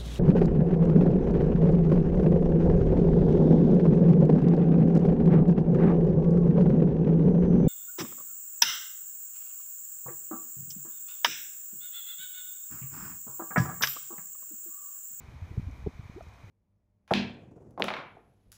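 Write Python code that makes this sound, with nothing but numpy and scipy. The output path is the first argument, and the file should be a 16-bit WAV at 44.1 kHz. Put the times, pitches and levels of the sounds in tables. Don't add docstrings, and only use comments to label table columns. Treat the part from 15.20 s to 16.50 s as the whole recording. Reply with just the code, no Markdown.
import sys
import numpy as np
from scipy import signal
from scipy.fft import rfft, irfft
from scipy.io import wavfile
from scipy.ndimage import uniform_filter1d

SR = 44100
rng = np.random.default_rng(int(sys.argv[2]) if len(sys.argv) > 2 else 0)


def to_wav(s):
    ch = np.atleast_2d(s).T
    pcm = np.round(np.clip(ch, -1, 1) * 32767)
    wavfile.write(sys.argv[1], SR, pcm.astype(np.int16))


N = 57330

# (frequency [Hz], relative level [dB])
HISS_SPECTRUM = [(290, -10), (500, -3.5), (700, -1.5), (1000, 0), (1300, -4), (1550, -6.5), (1900, -6.5),
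                 (2350, -2), (2530, -4.5), (2640, -18), (3000, -12), (3450, -15.5), (3850, -12.5),
                 (4700, -20), (6400, -18), (7300, -25.5), (8600, -29.5), (15000, -32.5)]
# (frequency [Hz], relative level [dB])
MURMUR_SPECTRUM = [(20, -17), (40, -9), (65, 2.5), (100, -4), (150, -8.5), (220, -13.5), (350, -19.5),
                   (500, -26), (800, -53.5)]
# (time [s], level [dB])
MURMUR_LEVELS = [(0, -49.5), (0.301, -50.5), (.55, -49.5), (.75, -54), (1.0, -52.5), (1.15, -57),
                 (1.3, -55.5)]
# (start [s], pitch [Hz], level [dB], fade [cycles])
BIG_BUBBLES = [(0.0783, 71.5, -34.5, 0.43), (0.1352, 129, -45, 5.3), (0.1504, 71, -40.5, 3.5),
               (0.215, 84.8, -30, 2.26), (0.3061, 94.4, -31.5, 0.35), (0.3733, 103.7, -19, 0.64),
               (0.3916, 139, -25, 0.28), (0.422, 90.7, -32, 2.3), (0.4633, 75.6, -26.5, 1.04),
               (0.4966, 71.6, -37.5, 0.39), (0.5131, 66, -33.5, 1.14), (0.585, 67, -38.5, 1.8),
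               (0.621, 127, -42, 0.57), (0.6332, 63, -31.5, 1.16), (0.6595, 68, -26, 0.81),
               (0.7439, 64, -40, 0.7), (0.7896, 108.5, -30.5, 0.76), (.826, 82, -43, 0.62),
               (0.85, 99, -38, 0.79), (0.8931, 126, -33, 0.14), (0.945, 70, -43, 0.57),
               (1.0158, 67.6, -40, .9), (1.0855, 105, -49, 4.1), (1.236, 100.5, -39.5, 2.2)]
SMALL_BUBBLES = [(0.313, 340, -49, .003, 0.0054, 6), (0.3685, 416, -43, 0.0026, 0.0062, 3),
                 (0.481, 241, -41.5, 0.0049, 0.0086, 11), (0.6609, 156, -28.5, 0.0016, 0.0091, 4.4),
                 (0.6616, 406, -29, 0.011, 0.002, 4.7), (.6635, 541, -43.5, 0.0037, 0.0037, 4),
                 (.6635, 757, -45.5, 0.007, 0.0041, 1.2), (0.6706, 301, -29, 0.0012, 0.0025, 5),
                 (0.6834, 232, -40.5, .001, 0.0061, 5.6), (0.9593, 295.4, -40.5, .020, 0.0063, 21.5),
                 (0.983, 753, -59, 0.0045, 0.0019, 18), (1.0071, 659, -37, 0.00056, 0.0047, 4),
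                 (1.0075, 1280, -47.5, 0.0012, 0.0018, 2.7)]
# (start [s], relative level [dB])
DROPLETS = [(0.512, -54), (1.027, -54), (1.031, -58), (1.085, -59), (1.088, -59), (1.138, -57)]
# (frequency [Hz], relative level [dB])
DROPLET_SPECTRUM = [(2500, -28), (4500, -6), (5800, 11.5), (7500, -5), (11000, -4), (15000, -13)]


def gain(db):
    return 10 ** (np.asarray(db) / 20)


def noise(spectrum):
    hz, db = np.array(spectrum, float).T
    frequencies = np.maximum(np.arange(N // 2 + 1) * SR / N, 1)
    tone = gain(np.interp(np.log(frequencies), np.log(hz), db))
    shaped = irfft(rfft(rng.standard_normal(N)) * tone, N)
    return shaped / shaped.std()


def wander(rate_hz):
    step_samples = int(SR / rate_hz)
    steps = rng.standard_normal(N // 100)[np.arange(N) // step_samples]
    smooth = uniform_filter1d(uniform_filter1d(steps, step_samples), step_samples)
    return smooth / smooth.std()


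def steam():
    level_db, flutter_db = -59, 0.15
    return noise(HISS_SPECTRUM) * gain(level_db + flutter_db * wander(rate_hz=13.7))


def murmur():
    level_db = np.interp(np.arange(N) / SR, *np.array(MURMUR_LEVELS).T)
    flutter_db = 2.27
    return noise(MURMUR_SPECTRUM) * gain(level_db + flutter_db * wander(rate_hz=22))


def bubble(start, hz, swell_s, hold_s, fade_s, octaves_per_s, overtone_db):
    age = np.clip(np.arange(N) / SR - start, 0, None)
    swell = np.sin(np.pi / 2 * np.minimum(age / swell_s, 1)) ** 2
    fade_age = np.maximum(age - swell_s - hold_s, 0)
    fade = np.exp(-(fade_age / fade_s) ** 1.41)
    loudness = swell * fade
    pitch = hz * 2 ** np.minimum(octaves_per_s * age, 1)
    phase = 2 * np.pi * np.cumsum((age > 0) * pitch) / SR
    overtone = gain(overtone_db) * loudness ** 2 * np.cos(2 * phase)
    return loudness * np.sin(phase) + overtone


def plops():
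    swell_cycles = 0.8
    return sum(gain(db) * bubble(start, hz, swell_cycles / hz, hold_s=0, fade_s=fade_cycles / hz,
                                 octaves_per_s=0.45, overtone_db=-20.5)
               for start, hz, db, fade_cycles in BIG_BUBBLES)


def blips():
    swell_cycles = 1.21
    return sum(gain(db) * bubble(start, hz, swell_cycles / hz, hold, fade, rise, overtone_db=-26.5)
               for start, hz, db, hold, fade, rise in SMALL_BUBBLES)


def spatters():
    time = np.arange(N) / SR
    fade_s = 0.002
    loudness = sum(gain(db) * (time >= start) * np.exp(-np.abs(time - start) / fade_s)
                   for start, db in DROPLETS)
    return loudness * noise(DROPLET_SPECTRUM) / 2


def scene():
    return (plops() + blips() + spatters() + steam() + murmur())[None]


def record(dry):
    low_cut_hz, high_cut_hz = 11, 15300
    low_cut = signal.butter(1, low_cut_hz, "high", fs=SR, output="sos")
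    high_cut = signal.ellip(10, .2, 70, high_cut_hz, fs=SR, output="sos")
    return signal.sosfilt(high_cut, signal.sosfilt(low_cut, dry))


dry = scene()
out = record(dry)
to_wav(out)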